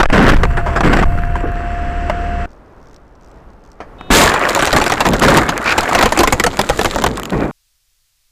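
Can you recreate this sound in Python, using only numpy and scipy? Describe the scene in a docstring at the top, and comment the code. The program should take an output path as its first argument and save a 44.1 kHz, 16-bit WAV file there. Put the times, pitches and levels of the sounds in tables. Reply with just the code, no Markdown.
"""Two car crashes and an idle cabin

Three cars are heard from inside through overloaded mono microphones, joined by hard cuts. The first crunches
to rest: filtered noise and ringing grains, while its engine shudders on as wavering sines and a small motor whines.
The second runs on a winter road in tyre noise; a harmonic horn sounds, it is hit, and it tumbles in noise swells,
struck resonances and clicks of flying glass. The last is a quiet cabin at idle, in faint steady noise."""
import sys
import numpy as np
from scipy import signal
from scipy.fft import rfft, irfft
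from scipy.io import wavfile
from scipy.ndimage import uniform_filter1d, map_coordinates

SR = 44100
rng = np.random.default_rng(int(sys.argv[2]) if len(sys.argv) > 2 else 0)


def store_pcm(level_fs):
    """Save levels as 16-bit WAV."""
    pcm = np.round(np.clip(level_fs, -1, 1) * 32767).astype(np.int16)
    wavfile.write(sys.argv[1], SR, np.atleast_2d(pcm).T)


N = 366471
TIME = np.arange(N) / SR  # s
FIRST_CUT_S, SECOND_CUT_S = 2.459, 7.513  # cuts between the three cars
CRASH_S = 4.102  # the second car is hit
TOP_HZ = 15200  # upper band limit


def amp(db):
    """Logarithmic level: decibels become linear gain."""
    return 10 ** (np.asarray(db) / 20)


def unit(x):
    """Energy normalisation: scale to rms 1."""
    return x / np.sqrt(np.mean(x ** 2) + 1e-20)


def curves(rows):
    """Linear interpolation: one value per sample for each column after the time."""
    s, *columns = np.transpose(rows)
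    return [np.interp(TIME, s, column) for column in columns]


def between(start, end):
    """Gating: a window in time with 2 ms edges."""
    return np.clip(np.minimum(TIME - start, end - TIME) / .002, 0, 1)


def wobble(rate):
    """Random modulation: a smooth curve through random knots, rate per second."""
    knots = rng.standard_normal(int(N * rate / SR) + 4)
    return map_coordinates(knots, [TIME * rate])


def swell(start, rise, hold, t60):
    """Exponential decay: a gain that rises, holds and dies away by 60 dB in t60."""
    age = TIME - start
    attack = np.clip(age / max(rise, .001), 0, 1)
    return attack * amp(-60 * np.maximum(age - rise - hold, 0) / t60)


def colour(x, points, ripple_db=0):
    """Minimum-phase filtering: a causal spectral shape; ripple adds random resonances."""
    size = 8192
    log_hz = np.log(np.fft.rfftfreq(size, 1 / SR) + 1)
    hz, db = np.transpose(points)
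    shape_db = np.interp(log_hz, np.log(hz), db)
    ripple = np.interp(log_hz, np.linspace(4, 10, 50), rng.standard_normal(50))
    cepstrum = irfft(np.log(amp(shape_db + ripple_db * ripple)))
    # folding the cepstrum onto positive time makes the response causal
    cepstrum[1:size // 2] *= 2
    cepstrum[size // 2 + 1:] = 0
    response = irfft(np.exp(rfft(cepstrum)))
    return signal.fftconvolve(x, response / np.linalg.norm(response))[:len(x)]


def noise(points):
    """Spectral shaping: coloured noise of rms 1."""
    return unit(colour(rng.standard_normal(N), points))


def grains(rate, centre_hz, cycles, scatter_db):
    """Granular fracture: many small cracks, each a damped ring of its own pitch and size."""
    count, t = int(rate * N / SR), np.arange(600) / SR
    start = rng.integers(0, N, (count, 1))
    size = np.minimum(rng.exponential(size=(count, 1)), 4)
    hz = np.minimum(centre_hz * np.exp(rng.standard_normal((count, 1)) * 0.61), TOP_HZ)
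    damped = np.sin(2 * np.pi * hz * t) * np.exp(-hz * t / cycles)
    rings = amp(scatter_db * size) * np.sqrt(hz) * damped
    where = start + np.arange(len(t))
    return unit(np.bincount(where.ravel(), rings.ravel(), N)[:N])


def jolts(rate, decay, steady):
    """Stick and give: sudden random give-ways that die fast, over a steady share."""
    slips = (rng.random(N) < rate / SR) * rng.uniform(.4, 1, N)
    return unit(signal.lfilter([1], [1, -np.exp(-1 / (decay * SR))], slips) + steady)


# bending metal: new shapes per s, how far one dominates, depth of its resonances
BEND_RATE, BEND_DB, BEND_RIPPLE_DB = 14, 10, 4.5


def buckling(points):
    """Shifting modes: in bending sheet metal one set of resonances gives way to the next."""
    mix = np.zeros(N)
    for _ in range(6):
        prominence = amp(BEND_DB * wobble(BEND_RATE))
        mix += prominence * colour(rng.standard_normal(N), points, BEND_RIPPLE_DB)
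    power = np.abs(uniform_filter1d(mix ** 2, size=1024))
    return mix / np.sqrt(power + 1e-12)  # hold the loudness even


def add(track, s, sound):
    """Superposition: mix a sound in at time s."""
    part = track[max(round(s * SR), 0):][:len(sound)]
    part += sound[:len(part)]


def strikes(rows, spectrum, ripple_db, tail_db=-40, tail_t60=0.24):
    """Impact excitation: each blow bursts through its own resonances, then leaves a short rattle."""
    out, t = np.zeros(N), np.arange(SR // 3) / SR
    onset = 1 - np.exp(-t / 0.00039)
    for s, db, t60 in rows:
        decay = amp(-60 * t / max(t60, .005))
        tail = amp(tail_db - 60 * t / tail_t60)
        force = (decay + tail) * onset * rng.standard_normal(len(t))
        add(out, s, amp(db) * colour(force, spectrum, ripple_db))
    return out


# the second car's shell hits the other car, then the ground as it rolls:
# start_s, hold_s, boom level_db, crumpling metal level_db
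LANDINGS = [(4.1, 0.14, -12, -6.5), (4.737, 0.037, -16, -19), (5.047, 0.091, -14, -25),
            (5.214, 0.16, -10, -9.5), (5.907, 0.12, -20.5, -14), (6.94, 0.16, -21, -35),
            (7.315, 0.13, -15, -25)]
# sliding between landings: time_s, scraping metal level_db, loose glass level_db
SLIDE = [(4.35, -11.5, -35), (4.6, -19.5, -27.5), (5.55, -19, -37), (5.9, -18, -29), (6.5, -29.5, -36.5),
         (6.85, -27, -28), (7.2, -32.5, -45), (7.5, -38, -45.5)]
# relative spectra of the booming shell, sheet metal and splintering glass: frequency_hz, level_db (per Hz)
RUMBLE_SPECTRUM = [(15, -23), (35, 5.5), (90, -2.5), (220, 2.5), (550, -4.5), (1300, -19), (2600, -56.5)]
METAL_SPECTRUM = [(100, -32.5), (350, -1.5), (800, 1), (1500, 2.5), (2300, -3.5), (3200, -17.5),
                  (15000, -77)]
SPLINTER_SPECTRUM = [(500, -25.5), (1600, -1.5), (3800, 5), (5800, -3), (7300, 3.5), (8600, -4.5),
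                     (15000, -13.5)]
LANDING_RISE_S, BOOM_T60_S, CRUMPLE_T60_S = 0.0066, .4, 0.32
SPLINTER_DB, SPLINTER_GROWTH = -7, 1.55  # level at unit crush; exponent of its growth with crush
DENSE_DB = -5.5  # above this crush the separate fits merge into one roar
SLIDE_RUMBLE_DB = -28


def tumble():
    """Forced vibration: landings boom, crumple metal in fits and splinter glass; in between the car slides."""
    boom, crush = np.zeros(N), np.zeros(N)
    for s, hold, boom_db, crumple_db in LANDINGS:
        boom += amp(boom_db) * swell(s, LANDING_RISE_S, hold, BOOM_T60_S)
        crush += amp(crumple_db) * swell(s, LANDING_RISE_S, hold, CRUMPLE_T60_S)
    scraping, loose_glass = amp(curves(SLIDE))
    windscreen = amp(-6.5) * swell(CRASH_S, rise=0.044, hold=0.027, t60=0.42)  # bursts in the collision
    crumpling = np.hypot(crush, scraping)
    splintering = np.hypot(amp(SPLINTER_DB) * crush ** SPLINTER_GROWTH + windscreen, loose_glass)

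    separateness = 1 / (1 + (crumpling / amp(DENSE_DB)) ** 2)
    fits = 1 + (jolts(rate=150, decay=0.0035, steady=0.38) - 1) * separateness
    folds = unit(colour(grains(rate=700, centre_hz=1187, cycles=3.5, scatter_db=5.5), METAL_SPECTRUM))
    chips = unit(colour(grains(rate=500, centre_hz=5600, cycles=0.6, scatter_db=6.5), SPLINTER_SPECTRUM))
    metal = crumpling * unit(folds + buckling(METAL_SPECTRUM))
    glass = splintering * unit(chips + 0.55 * noise(SPLINTER_SPECTRUM))
    rumble = np.hypot(boom, amp(SLIDE_RUMBLE_DB)) * noise(RUMBLE_SPECTRUM)
    return rumble + fits * metal + np.sqrt(np.abs(fits)) * glass


# blows on the rolling body: start_s, level_db
BLOWS = [(4.339, -6), (4.549, -10.5), (4.561, -8), (4.592, -5), (4.623, -0.5), (4.672, -5), (4.728, 1),
         (4.763, 4.5), (4.814, -4), (4.863, -4), (4.898, -6), (4.92, -1.5), (5.005, 2.5), (5.053, -4.5),
         (5.065, -2.5), (5.134, -4.5), (5.234, -0.5), (5.283, 2), (5.37, 6), (5.49, -3.5), (5.722, -9),
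         (5.78, 5), (5.831, -10), (5.949, 4), (5.989, -1.5), (6.01, -3), (6.026, 8.5), (6.057, 1.5),
         (6.122, -2), (6.174, -2.5), (6.19, 9), (6.204, 5.5), (6.233, 5), (6.274, 2.5), (6.324, 7.5),
         (6.398, 1.5), (6.438, 3.5), (6.464, 3.5), (6.591, 4), (6.697, 3), (6.791, -1.5), (6.812, -4),
         (6.846, -1), (6.856, -1.5), (6.959, -7), (6.985, -8), (7.02, -10.5), (7.039, 3.5), (7.063, 0.5)]
# relative spectra of the slammed panels and the shaken body: frequency_hz, level_db (per Hz)
PANEL_SPECTRUM = [(25, -0.5), (150, -3), (450, 2.5), (950, 4), (1600, -2), (3000, -11.5), (5800, -18.5),
                  (7300, -19.5), (9000, -27), (15000, -35.5)]
SHAKE_SPECTRUM = [(10, -7), (22, 5), (40, -2.5), (80, -5.5), (150, -11.5), (500, -66.5)]
FIRST_BLOW_T60_S, LAST_BLOW_T60_S = 0.068, .032  # blows get shorter as the car loses speed
SNAP_DB, SNAP_T60_S = -8.5, 0.016  # level relative to the blow
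THUMP_DB, THUMP_T60_S = -20, 0.11  # level relative to the blow


def body_blows():
    """Modal impact: panels slam on the ground, brittle trim snaps with them and the whole shell thumps."""
    t60s = np.linspace(FIRST_BLOW_T60_S, LAST_BLOW_T60_S, len(BLOWS))
    slams = [(s, db, t60) for (s, db), t60 in zip(BLOWS, t60s)]
    snaps = [(s, db + SNAP_DB, SNAP_T60_S) for s, db in BLOWS]
    thumps = [(s, db + THUMP_DB, THUMP_T60_S) for s, db in BLOWS]
    out = strikes(slams, PANEL_SPECTRUM, ripple_db=5.0)
    out += strikes(snaps, SPLINTER_SPECTRUM, ripple_db=5.5)
    return out + strikes(thumps, SHAKE_SPECTRUM, ripple_db=2.5)


# the loudest glass and plastic bits striking near the microphone: start_s, level_db (relative)
SHARDS = [(4.489, -2.5), (4.4956, -1), (4.5495, 2), (4.654, 1), (4.665, -4), (4.8408, -4.5), (4.88, -10.5),
          (5.088, -1.5), (5.197, -4), (5.375, 2), (5.5778, -4.5), (5.808, -3.5), (6.571, -11.5),
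          (6.6142, -1), (6.691, -3.5), (7.1733, -10), (7.1974, -9.5), (7.233, -13), (7.255, -11),
          (7.305, -15.5)]


def shards():
    """Short impacts: hard little bits click, each with its own ring, and tap the panel they land on."""
    out, t = np.zeros(N), np.arange(SR // 20) / SR
    for s, db in SHARDS:
        burst = amp(db - 3.5) * rng.standard_normal(len(t)) * amp(-60 * t / 0.0076)
        click = colour(burst, SPLINTER_SPECTRUM, ripple_db=3.5)
        tap = 0.89 * colour(burst, METAL_SPECTRUM)
        add(out, s, click + tap)
    return out


# relative spectrum of the grating panel edge: frequency_hz, level_db (per Hz)
GRATE_SPECTRUM = [(700, -14.5), (1450, 1), (1900, -6.5), (2430, 4), (3000, -13), (5000, -14), (15000, -58)]
GRATE_S, GRATE_RATE, GRATE_DB = 5.64, 68, -13  # start, mean slips per s, level


def grating():
    """Stick-slip friction: a panel edge judders along the ground in quick, uneven slips."""
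    turns = np.cumsum(GRATE_RATE * (1 + 0.046 * wobble(40))) / SR
    slips = unit(np.exp(-1.8 * (turns % 1)))
    envelope = swell(GRATE_S, rise=0.042, hold=0.047, t60=0.04)
    return amp(GRATE_DB) * envelope * slips * noise(GRATE_SPECTRUM)


# the first car is crushed, comes down again and settles:
# start_s, rise_s, hold_s, body shake level_db, crunch level_db, crunch t60_s
CRUSHES = [(0.125, 0.0026, 0.16, -6, -5.5, 0.44), (0.831, 0.003, 0.043, -9.5, -7, 0.16),
           (0.892, 0.02, 0.13, -9.5, -15, 0.071)]
# relative spectrum of the crunching front end: frequency_hz, level_db (per Hz)
CRUNCH_SPECTRUM = [(60, -13), (200, 7.5), (900, -6), (1600, 0.5), (2300, -11), (2900, -12.5), (3700, -25),
                   (5900, -27.5), (6700, -33), (7900, -27.5), (9000, -44), (15000, -52.5)]
CLATTER_DB, SHUDDER_DB = -26.5, -24.5  # the damaged engine clatters and shakes the body
SHAKE_T60_S = 1.93  # the body goes on rocking
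WRECK_BOOM_DB = -3  # shell boom relative to the crunch


def first_wreck():
    """Plastic collapse: each crush crunches the front end and leaves the body rocking, grainier when harder."""
    crush, rocking = np.zeros(N), np.zeros(N)
    for s, rise, hold, shake_db, crunch_db, t60 in CRUSHES:
        crush += amp(crunch_db) * swell(s, rise, hold, t60)
        rocking = np.maximum(rocking, amp(shake_db) * swell(s, rise + hold, 0, SHAKE_T60_S))
    level = np.hypot(crush, amp(CLATTER_DB))
    violence = np.clip(rocking / amp(-23.0), .2, 1)

    cracks = unit(colour(grains(rate=700, centre_hz=1426, cycles=1.1, scatter_db=3.5), CRUNCH_SPECTRUM))
    fits = 1 + violence * (jolts(rate=83, decay=0.0032, steady=0.69) - 1)
    bending = np.sqrt(violence) * buckling(CRUNCH_SPECTRUM)
    sheet = bending + np.sqrt(np.abs(1 - violence)) * noise(CRUNCH_SPECTRUM)
    crunch = fits * (sheet + violence * cracks) / np.sqrt(1 + violence)
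    boom = amp(WRECK_BOOM_DB) * crush * noise(RUMBLE_SPECTRUM)
    shake = np.hypot(rocking, amp(SHUDDER_DB)) * noise(SHAKE_SPECTRUM)
    return shake + level * crunch + boom


# the first car's body heaves and squeezes the cabin air: start_s, length_s, level_db (before damping)
HEAVES = [(0.016, .034, 2), (.059, .068, 6), (1.041, 0.0277, 5)]


def heaves():
    """Cabin compression: a slow pressure push and its weaker rebound, strong enough to choke the microphone."""
    out = np.zeros(N)
    for s, length, db in HEAVES:
        progress = np.clip((TIME - s) / length, 0, 1)
        out -= amp(db) * np.sin(2 * np.pi * progress) * np.exp(-2 * progress)
    return out


# knocks in the cabin and dull bumps of the bodywork: start_s, level_db, t60_s
KNOCKS = [(0.0, 1.5, 0.078), (.03, 4, 0.03), (.056, 0, .014), (.1, -5, 0.03), (.288, 2.5, 0.071),
          (.364, -2, 0.035), (.433, -1.5, 0.043), (.453, -0.5, 0.0069), (.57, -10, 0.12), (.662, -16, 0.35),
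          (.76, -6.5, 0.12), (.806, 0, 0.035), (.93, -2.5, 0.063), (1.026, -5, 0.063), (1.355, -14.5, 0.05),
          (2.097, -6, 0.042), (3.803, -23.5, 0.12), (4.0102, -9, 0.008)]
THUDS = [(1.438, -13, 0.17), (4.103, 3, 0.048)]
# relative spectrum of the knocked trim: frequency_hz, level_db (per Hz)
TRIM_SPECTRUM = [(100, 0.5), (700, 5.5), (1500, 5), (2300, -5.5), (4000, -22.5), (7500, -26),
                 (15000, -49.5)]


def bumps():
    """Struck resonators: knocks ring the trim and thuds the bodywork."""
    knocks = strikes(KNOCKS, TRIM_SPECTRUM, ripple_db=3.5)
    return knocks + strikes(THUDS, RUMBLE_SPECTRUM, ripple_db=3.5)


def engine():
    """Periodic rotation: two shuddering engine harmonics, a small motor's whine and a thin wavering whistle."""
    turn = 2 * np.pi * np.cumsum(36.2 + .5 * wobble(6.9)) / SR
    firing = amp(-20.0) * np.sin(turn) + amp(-23 + 1.8 * wobble(22)) * np.sin(2 * turn)
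    # whine: time_s, pitch_hz, level_db
    whine_hz, whine_db = curves([(.5, 695.4, -28.5), (.85, 683, -21), (1.15, 700, -25), (2.3, 700, -23)])
    whine_phase = 2 * np.pi * np.cumsum(whine_hz + wobble(7.5)) / SR
    whine = amp(whine_db + 1.2 * wobble(5.7)) * np.sin(whine_phase)
    whistle = amp(-45) * np.sin(2 * np.pi * np.cumsum(2658 + 45 * wobble(300)) / SR)
    fade_in = np.clip((TIME - .35) / 0.13, 0, 1)
    return (firing + whine + whistle) * fade_in


# horn partials: harmonic_number, level_db (rms)
HORN = [(1, -49.5), (2, -47.5), (7, -55), (8, -55), (9, -60), (10, -49.5), (11, -65)]


def horn():
    """Harmonic series: a rasping horn of slightly unsteady pitch begins just before the collision."""
    phase = 2 * np.pi * np.cumsum(369.3 + 3 * wobble(200)) / SR
    tone = sum(amp(db) * np.sin(k * phase) for k, db in HORN)
    return np.sqrt(2) * tone * (TIME > 3.985)


# tyre roar: time_s, level_db
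ROAD = [(2.46, -39.5), (3.78, -41), (3.88, -34.5), (4.1, -33.5)]
# spells of buzzing trim: start_s, length_s
RATTLES = [(2.497, 0.088), (2.82, .15), (3.205, .125), (3.635, 0.11)]
# relative spectra of the tyres and the buzzing trim: frequency_hz, level_db (per Hz)
TYRE_SPECTRUM = [(56, -0.5), (85, -11), (500, -14.5), (1300, -21.5), (3400, -44), (12000, -59)]
RATTLE_SPECTRUM = [(2500, -10.5), (5600, 1), (8200, -9.5), (10000, -23)]
RATTLE_RATE, RATTLE_DB = 70, -61  # mean taps per s, level before the spells


def road():
    """Surface excitation: tyres roar, and loose trim taps faintly throughout and buzzes in short spells."""
    tyres = amp(curves(ROAD)[0] + wobble(7.2)) * noise(TYRE_SPECTRUM)
    turns = np.cumsum(RATTLE_RATE * (1 + .3 * wobble(RATTLE_RATE))) / SR
    taps = unit(np.exp(-7 * (turns % 1)) * amp(5 * wobble(RATTLE_RATE)))
    spells = sum(between(s, s + length) for s, length in RATTLES) + 0.32
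    return tyres + amp(RATTLE_DB) * spells * taps * noise(RATTLE_SPECTRUM)


# relative spectrum of the idling cabin: frequency_hz, level_db (per Hz)
IDLE_SPECTRUM = [(20, -2), (110, -24), (250, -45), (5000, -27.5), (15000, -34)]


def idle_cabin():
    """Stationary noise: the last car's quiet cabin at idle."""
    return amp(-59.0) * noise(IDLE_SPECTRUM) * (TIME > SECOND_CUT_S)


def scene():
    """Superposition: three cars one after another, the same in both channels."""
    first = (first_wreck() + heaves() + engine()) * between(0, FIRST_CUT_S)
    drive = (road() + horn()) * between(FIRST_CUT_S, CRASH_S)
    rolling = (tumble() + grating() + body_blows() + shards()) * between(CRASH_S, SECOND_CUT_S)
    mono = first + drive + rolling + bumps() + idle_cabin()
    return np.array([mono] * 2)


def record(dry):
    """Asymmetric clipping: microphones overload lopsidedly, a little still gets through, DC and top are cut."""
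    bias = np.where(TIME < FIRST_CUT_S, .13, -.09)
    limit = 0.56 + bias * np.sign(dry)
    flat_topped = dry / (1 + np.abs(dry / limit) ** 10) ** (1 / 10)
    clipped = .96 * flat_topped + .08 * np.tanh(dry / 2)
    blocked = signal.sosfilt(signal.butter(1, 6, "high", fs=SR, output="sos"), clipped)
    return signal.sosfilt(signal.ellip(10, .1, 80, TOP_HZ, fs=SR, output="sos"), blocked)


dry = scene()
out = record(dry)
store_pcm(out)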